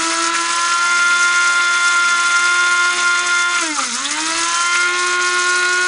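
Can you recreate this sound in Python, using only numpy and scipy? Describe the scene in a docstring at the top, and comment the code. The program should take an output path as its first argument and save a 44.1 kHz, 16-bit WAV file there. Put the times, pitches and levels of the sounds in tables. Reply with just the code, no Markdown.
"""Small kitchen, close by, mono: a hand-held electric blade grinder mills dry grit.
The motor whines on multiples of the shaft speed and buzzes with the mains (modulated sine tones).
Grit rattles in the steel cup (random blows through cup modes); air and powder swirl (shaped noise).
Past the middle the motor coasts for a moment, the grinder is tipped, and it speeds up again."""
import sys
import numpy as np
from scipy import signal
from scipy.fft import rfft, irfft, next_fast_len
from scipy.io import wavfile
from scipy.ndimage import uniform_filter1d, map_coordinates

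SR = 44100
rng = np.random.default_rng(int(sys.argv[2]) if len(sys.argv) > 2 else 0)


def dump_mix(stems):
    """Bounce the given channels to the path in sys.argv[1] as a 16-bit WAV at rate SR."""
    frames = np.atleast_2d(stems).T  # one column per channel
    limited = np.clip(frames, -1, 1)  # hard clip at full scale
    pcm = np.round(limited * 32767).astype(np.int16)
    wavfile.write(sys.argv[1], SR, pcm)


N = 259066

FULL_HZ = 350  # reference shaft speed for level slopes
OFF_S, ON_S = 3.59, 3.92  # button let go, pressed again
BITE_HZ, BITE_WIDTH_HZ = 331.2, 14.8  # shaft speed of deepest bite into the grit
# how the grinder is held: (time [s], tipped [0-1])
TILT = [(0, 0.4), (.55, 0.74), (1, 0.09), (3.55, 0.18), (4.03, 1), (5.87, 1)]


def amp(db):
    """Decibels to gain."""
    return 10 ** (np.asarray(db) / 20)


def unit(x):
    """Scaled to rms 1."""
    return x / np.sqrt(np.mean(x ** 2) + 1e-20)


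def along(points, hz):
    """(Hz, value) points read on a log frequency axis."""
    f, v = np.transpose(points)
    return np.interp(np.log(hz + 1), np.log(f + 1), v)


def curves(rows):
    """One value per sample for each column after the time."""
    s, *cols = np.transpose(rows)
    return [np.interp(np.arange(N) / SR, s, c) for c in cols]


def bump(x, centre, width):
    """Bell of height 1, down to 1/e at one width from the centre."""
    return np.exp(-((x - centre) / width) ** 2)


def wobble(rate):
    """Smooth random curve, rate knots a second."""
    knots = rng.standard_normal(int(N * rate / SR) + 4)
    coarse = np.arange(0, N, 16)
    return np.interp(np.arange(N), coarse, map_coordinates(knots, [coarse * rate / SR]))


def spurts(per_s, decay_s):
    """Random curve of mean 0 and rms 1 that jumps up and sinks back."""
    kicks = 1. * (rng.random(N) < per_s / SR)
    decay = np.exp(-1 / (decay_s * SR))
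    return unit(signal.lfilter([1], [1, -decay], kicks - kicks.mean()))


def filtered(x, response):
    """x times a complex response of frequency."""
    m = next_fast_len(N + SR // 2)
    return irfft(rfft(x, m) * response(np.fft.rfftfreq(m, 1 / SR)), m)[:N]


def resonance(f, hz, width):
    """Response of one damped mode, 1 at its centre."""
    return 1j * f * width / (hz * hz - f * f + 1j * f * width)


def surging():
    """The blade clears a hollow and runs free: 1 at the top of a surge, 0 between surges."""
    # (time [s], bell width [s])
    surge_times = [(2.961, 0.0526), (3.25, 0.0545), (3.515, 0.0352)]
    return sum(bump(np.arange(N) / SR, s, width) for s, width in surge_times)


def powered():
    """1 while the button is pressed, 0 while the motor coasts, with 50 ms ramps."""
    t = np.arange(N) / SR
    return uniform_filter1d(1. * ((t < OFF_S) | (t > ON_S)), size=SR // 20)


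def shaft_speed():
    """Speed [Hz] held against the load; falls steadily without power, then recovers, fast at first."""
    # (time [s], shaft speed [Hz])
    cruise = [(0.0, 327.84), (0.35, 336.9), (0.92, 348.9), (1.3, 350), (1.9, 349.26), (2.22, 347.7),
              (2.6, 352.2), (3.1, 351), (3.42, 349.5), (3.58, 349.2), (4.3, 350.9), (4.6, 352.5),
              (4.82, 354.52), (5.0, 358), (5.45, 357.6), (5.87, 361.5)]
    coast_hz_per_s, spin_up_s, surge_hz = 367, .246, 2.8  # spin_up_s: time constant
    t = np.arange(N) / SR
    coasted_s = np.clip(t - OFF_S, 0, ON_S - OFF_S)
    recovery = np.exp(-np.maximum(t - ON_S, 0) / spin_up_s)
    return curves(cruise)[0] + surge_hz * surging() - coast_hz_per_s * coasted_s * recovery


def shaft_angle(speed, unsteady_hz):
    """The shaft's angle [rad]; the load tugs at its speed."""
    return 2 * np.pi * np.cumsum(speed + unsteady_hz * wobble(35)) / SR


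def tumbling(speed):
    """1 while the blade is too slow to hold coarse bits against the wall."""
    threshold_hz, width_hz = 345, 1.1
    return .5 + .5 * np.tanh((threshold_hz - speed) / width_hz)


def dips_and_swells():
    """Brief dips and swells: dB added to the churn and to the rattle."""
    # (time [s], bell width [s], churn change [dB], rattle change [dB])
    level_shifts = [(0.316, 0.018, -1, -9), (0.357, .015, 2.5, 3), (0.457, 0.02, 1, -2),
                    (2.997, 0.025, 5.5, 3), (3.11, 0.03, -4, -2), (3.466, 0.027, -7.5, -6.5),
                    (3.57, 0.028, 4.5, 0), (3.71, 0.041, -10, -3), (3.807, 0.056, 3.5, 3),
                    (3.896, 0.018, -2.5, -2), (3.948, 0.017, 0, 4), (3.98, 0.012, -6, 0),
                    (4.759, .015, 5.5, 2.5), (4.91, 0.043, 1, -4.5), (5.181, .02, -0.5, -9),
                    (5.4, 0.034, 1.5, 2)]
    t = np.arange(N) / SR
    return sum(np.outer(dbs, bump(t, s, width)) for s, width, *dbs in level_shifts)


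def partial(angle, flutter):
    """One tone, rms 1 before the grit shakes its amplitude and phase."""
    shake = flutter * (wobble(30) + 1j * wobble(30) + .5 * wobble(160))
    phase = rng.uniform(0, 2 * np.pi)
    return np.sqrt(2) * np.real((1 + shake) * np.exp(1j * (angle + phase)))


def whine(angle, speed, strong_db, flutter, tumble_flutter, slow_flutter, lurch_db, sway_db, coast_freedom):
    """Imbalance and blade passes give the low orders: louder with speed, rougher slow, swaying tipped."""
    # multiples of the shaft speed
    strong_orders = (1, 2, 3, 4, 6)
    # row per order: (relative level at full speed [dB], slope [dB/octave of speed],
    # change when tipped [dB], change while the blade runs free [dB])
    tones = [(-28.5, 11, -1.9, 0), (-43.5, 6.5, -2, 4), (-27.5, 33, -0.4, -2), (-24.5, 24, -2, -7.5),
             (-36, 24, 3, -2)]
    # narrow peaks and nulls between grinder and walls, swept by the tones:
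    # (centre [Hz], bell width [Hz], gain [dB], shift when tipped [Hz])
    standing_waves = [(255.2, 7.6, -13, 1.5), (291, 8.4, -1.5, -5), (348, 6.9, -15, -3.5),
                      (667.6, 10, 10, -9.5), (710.4, 7.7, 4.5, 12.5), (1026, 14.4, 5, 1.5),
                      (1054.4, 5.6, 4, 16), (1253, 47, -9.5, -2.5), (1270, 11, -1, 2), (1356, 11, -5, 6.5),
                      (1401, 94, 9, 29.5), (1418.6, 7, -6.5, 5), (2067.3, 21, -12.5, -6),
                      (2091.6, 33, 12, 4)]
    tipped, = curves(TILT)
    free = surging() + coast_freedom * (1 - powered())
    octaves = np.log2(speed / FULL_HZ)
    slow = 1 - speed / speed.max()
    out = np.zeros(N)
    for order, (db, db_per_octave, tipped_db, free_db) in zip(strong_orders, tones):
        drive_db = db + db_per_octave * octaves + tipped_db * tipped + free_db * free
        wave_db = sum(gain_db * bump(order * speed, hz + shift_hz * tipped, width)
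                      for hz, width, gain_db, shift_hz in standing_waves)
        chance_db = lurch_db * np.sqrt(np.maximum(-octaves, 0)) * wobble(24.87)
        chance_db += sway_db * tipped * wobble(9)
        roughness = flutter + tumble_flutter * order * tumbling(speed) + slow_flutter * slow
        level_db = strong_db + drive_db + wave_db + chance_db
        out += amp(level_db) * partial(order * angle, roughness)
    return out


def overtones(angle, speed, level_db, bite_db, flutter, slow_fade_db, lurch_db):
    """Weaker orders flare as they cross the housing's resonances; a slow blade loses the high ones."""
    # multiples of the shaft speed
    weak_orders = (5, 7, 8, 9, 10, 11, 12, 13, 14, 15)
    # housing response: (frequency [Hz], relative level upright [dB], relative level tipped [dB])
    housing = [(1410, -59, -36), (1716, -27.5, -31.5), (1797, -42, -32.5), (1988, -47, -48),
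               (2137, -28, -22), (2161, -38, -39), (2306, -48.5, -48), (2513, -33.5, -32.5),
               (2670, -41.5, -34), (2900, -32, -43), (2980, -45, -42), (3127, -40.5, -29.5),
               (3260, -33, -41.5), (3330, -32, -48), (3574, -28.5, -37), (3580, -47, -42.5),
               (3800, -57, -53), (3954, -57.5, -33), (4020, -43, -47), (4340, -38.5, -35),
               (4380, -51.5, -50), (5300, -44.5, -54)]
    tipped, = curves(TILT)
    hz, upright_db, tipped_db = np.transpose(housing)
    slow = 1 - speed / speed.max()
    out = np.zeros(N)
    for order in weak_orders:
        body_db = (1 - tipped) * np.interp(order * speed, hz, upright_db)
        body_db += tipped * np.interp(order * speed, hz, tipped_db)
        slow_db = slow * (lurch_db * wobble(25) - slow_fade_db * order)
        out += amp(body_db + slow_db) * partial(order * angle, flutter)
    return amp(level_db + bite_db * bump(speed, BITE_HZ, BITE_WIDTH_HZ)) * out


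def loose_rotor(angle, level_db, flutter, peak_s):
    """As power goes the rotor chatters in its bearings: a cluster of rough overtones flares and dies."""
    # multiples of the shaft speed
    loose_orders = (5, 6, 7, 8)
    age = np.maximum(np.arange(N) / SR - OFF_S, 0) / peak_s
    flare = (age * np.exp(1 - age)) ** 2
    return amp(level_db) * flare * sum(partial(order * angle, flutter) for order in loose_orders)


def buzz(angle, speed, level_db, db_per_octave, tipped_db, waver_db, count):
    """Torque pulses with each mains half cycle: a side tone above and below each shaft order."""
    # (side tone frequency [Hz], relative level [dB])
    side_levels = [(230, -56.5), (470, -64), (590, -52), (720, -58.5), (820, -47), (950, -47.5),
                   (1280, -41), (1550, -46), (1670, -42), (2000, -39.5), (2280, -46), (2700, -46.5),
                   (3600, -47), (4500, -53)]
    ripple_hz = 120
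    ripple = 2 * np.pi * ripple_hz * np.arange(N) / SR
    out = np.zeros(N)
    for order in range(1, count + 1):
        for side in (-1, 1):
            db = along(side_levels, order * speed + side * ripple_hz) + waver_db * wobble(8)
            phase = rng.uniform(0, 2 * np.pi)
            out += amp(db) * np.cos(order * angle + side * ripple + phase)
    drive_db = level_db + db_per_octave * np.log2(speed / FULL_HZ) + tipped_db * curves(TILT)[0]
    return np.sqrt(2) * powered() * amp(drive_db) * out


def cup(blows):
    """The steel cup answers a blow with a broad crack and a few ringing modes."""
    # wall response: (frequency [Hz], relative level [dB])
    wall = [(300, -32), (1200, -27), (2500, -36), (4000, -2.5), (4900, 6), (5800, 4.5), (6400, 8),
            (7000, 7), (7450, 1.5), (7850, 6.5), (8300, -3.5), (9200, -3), (10000, -18)]
    # (centre [Hz], width [Hz], relative level [dB])
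    cup_modes = [(4850, 40, -2.5), (5360, 55, 2), (6310, 140, 1.5), (7530, 39, -12.5), (8800, 164, 2.5),
                 (9657, 124, 8)]

    def response(f):
        ring = sum(amp(db) * resonance(f, hz, width) for hz, width, db in cup_modes)
        return amp(along(wall, f)) * 1.08 + ring
    return filtered(blows, response)


def rattle(angle, speed, shift_db, level_db, bite_db, tipped_db, grains_per_s, clump_db, shared_db, pulsing):
    """Thousands of grains are flung at the wall, each grain size in clumps of its own."""
    # centres of the ranges that grains of different size excite: [Hz]
    wall_zones = [3000, 5700, 6800, 9150]
    rattle_db = shift_db + bite_db * bump(speed, BITE_HZ, BITE_WIDTH_HZ) + tipped_db * curves(TILT)[0]
    blows = np.zeros(N)
    for share in np.eye(len(wall_zones)):
        # grains_per_s is per size
        hits = rng.random(N) < grains_per_s / SR * (1 + pulsing * np.cos(angle))
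        clumps = amp(clump_db * unit(wobble(60) + 6.6 * wobble(170)))
        grains = hits * rng.standard_normal(N) * clumps
        blows += filtered(grains, lambda hz: np.sqrt(np.interp(hz, wall_zones, share)))
    blows *= amp(shared_db * spurts(per_s=110, decay_s=0.0088))
    return amp(rattle_db + level_db) * unit(cup(blows))


def knocks(level_db, t60):
    """A coarse bit strikes the cup and shatters: a decaying noise burst into the cup."""
    # (time [s], relative level [dB])
    strikes = [(0.35, -16), (0.533, -13), (1.4746, -9.5), (2.2677, -9.5), (3.1925, -8), (3.269, -5),
               (3.9247, -15.5), (4.047, -8.5), (4.1096, -4.5), (4.2025, -7), (4.26, -11), (4.433, -9.5),
               (4.5695, -12)]
    t = np.arange(SR // 20) / SR
    blows = np.zeros(N + SR)
    for s, db in strikes:
        burst = amp(db + level_db - 60 * t / t60) * rng.standard_normal(len(t))
        blows[round(s * SR):][:len(t)] += burst
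    return cup(blows[:N])


def tumble(speed, bits_per_s):
    """While the blade is slow, coarse bits drum on the plastic lid; random blows ring its modes."""
    # (centre [Hz], width [Hz], base level [dB], change while bits tumble [dB], change when tipped [dB])
    lid_modes = [(1390, 320, -41.5, 5, 2), (1386, 120, -43.5, 20.5, -14.5), (3670, 980, -47.5, 7, 8.5)]
    tipped, = curves(TILT)
    out = np.zeros(N)
    for hz, width, db, tumble_db, tipped_db in lid_modes:
        blows = (rng.random(N) < bits_per_s / SR) * rng.standard_normal(N)
        drumming = unit(filtered(blows, lambda f: resonance(f, hz, width) ** 2))
        out += amp(db + tumble_db * tumbling(speed) + tipped_db * tipped) * drumming
    return out


def catches(level_db):
    """The blade catches a lump and the body rasps: resonant noise under a short bell."""
    # (time [s], ringing [Hz], width [Hz], length [s], relative level [dB])
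    lumps = [(0.353, 1370, 393, 0.016, -23.5), (3.789, 1280, 220, 0.014, -19.5),
             (3.829, 1290, 297.8, .02, -24.5), (4.057, 3500, 694, .008, -22), (4.071, 3650, 704, .007, -27)]
    t = np.arange(N) / SR
    out = np.zeros(N)
    for s, hz, width, length, db in lumps:
        rasp = unit(filtered(rng.standard_normal(N), lambda f: resonance(f, hz, width) ** 2))
        out += amp(db + level_db) * np.exp(-2 * ((t - s) / length) ** 2) * rasp
    return out


def churn(angle, speed, shift_db, level_db, db_per_octave, bite_db, tipped_db, pulsing):
    """The blade stirs air and powder, in a puff on each turn, harder the faster it runs."""
    # (frequency [Hz], relative density [dB per Hz])
    swirl_spectrum = [(25, -31), (45, -30.5), (90, -23.5), (180, -16), (240, -10), (330, -10), (500, -13),
                      (620, -7), (800, -14), (980, -1), (1250, 4), (1600, -2), (2100, 5), (3000, -1.5),
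                      (4100, -0.5), (5500, -16.5), (10000, -47)]
    churn_db = shift_db + db_per_octave * np.log2(speed / FULL_HZ)
    churn_db += bite_db * bump(speed, BITE_HZ, BITE_WIDTH_HZ) + tipped_db * curves(TILT)[0]
    puffs = rng.standard_normal(N) * (1 + pulsing * np.cos(angle)) * amp(2.4 * wobble(90))
    swirl = unit(filtered(puffs, lambda hz: amp(along(swirl_spectrum, hz))))
    return amp(churn_db + level_db) * swirl


def handling(corner_hz):
    """Faint rumble of low-passed noise as the grinder is shifted in the hands."""
    # (time [s], level [dB])
    rumble_levels = [(0, -71), (3.4, -80), (3.9, -62), (4.3, -57), (4.4, -52), (4.48, -61), (5.87, -63)]
    db, = curves(rumble_levels)
    rumble = filtered(rng.standard_normal(N), lambda hz: 1 / (1 + (hz / corner_hz) ** 2))
    return amp(db) * unit(rumble)


def kitchen(x):
    """Cupboards and walls answer with a short tail of decaying noise, 4 ms late."""
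    # (frequency [Hz], t60 [s])
    decay_times = [(200, 0.4), (2000, 0.11), (10000, 0.077)]
    hz, t, z = signal.stft(rng.standard_normal(SR // 2), SR, nperseg=256)
    decay = amp(-60 * t / along(decay_times, hz)[:, None])
    tail = signal.istft(z * decay, SR, nperseg=256)[1]
    return signal.fftconvolve(np.pad(x, (SR // 250, 0)), tail / np.linalg.norm(tail))[:N]


def scene():
    """Motor, swirl and grit all follow the shaft's speed, alike in both channels."""
    speed = shaft_speed()
    angle = shaft_angle(speed, unsteady_hz=0.451)
    churn_shift_db, rattle_shift_db = dips_and_swells()
    motor = whine(angle, speed, strong_db=-0.23, flutter=0.11, tumble_flutter=0.014, slow_flutter=0.92,
                  lurch_db=4.5, sway_db=0.4, coast_freedom=1.0)
    motor += overtones(angle, speed, level_db=0.16, bite_db=2.5, flutter=0.21, slow_fade_db=3.0,
                       lurch_db=14.5)
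    motor += loose_rotor(angle, level_db=-35.5, flutter=1.0, peak_s=0.059)
    motor += buzz(angle, speed, level_db=-0.5, db_per_octave=8.5, tipped_db=-0.8, waver_db=3.5, count=12)
    grit = rattle(angle, speed, rattle_shift_db, level_db=-26, bite_db=3.0, tipped_db=0.94,
                  grains_per_s=20000, clump_db=2.0, shared_db=1.5, pulsing=0.22)
    grit += knocks(level_db=-11.0, t60=0.06)
    grit += tumble(speed, bits_per_s=900)
    grit += catches(level_db=3.5)
    swirl = churn(angle, speed, churn_shift_db, level_db=-28.5, db_per_octave=2.5, bite_db=4,
                  tipped_db=-1.0, pulsing=0.14)
    mono = motor + grit + swirl + handling(corner_hz=110) + amp(-18.0) * kitchen(grit)
    return np.array([mono, mono])


def record(dry):
    """The recorder keeps nothing above its band limit."""
    top_hz = 10100
    return np.array([filtered(channel, lambda hz: hz < top_hz) for channel in dry])


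dry = scene()
out = record(dry)
dump_mix(out)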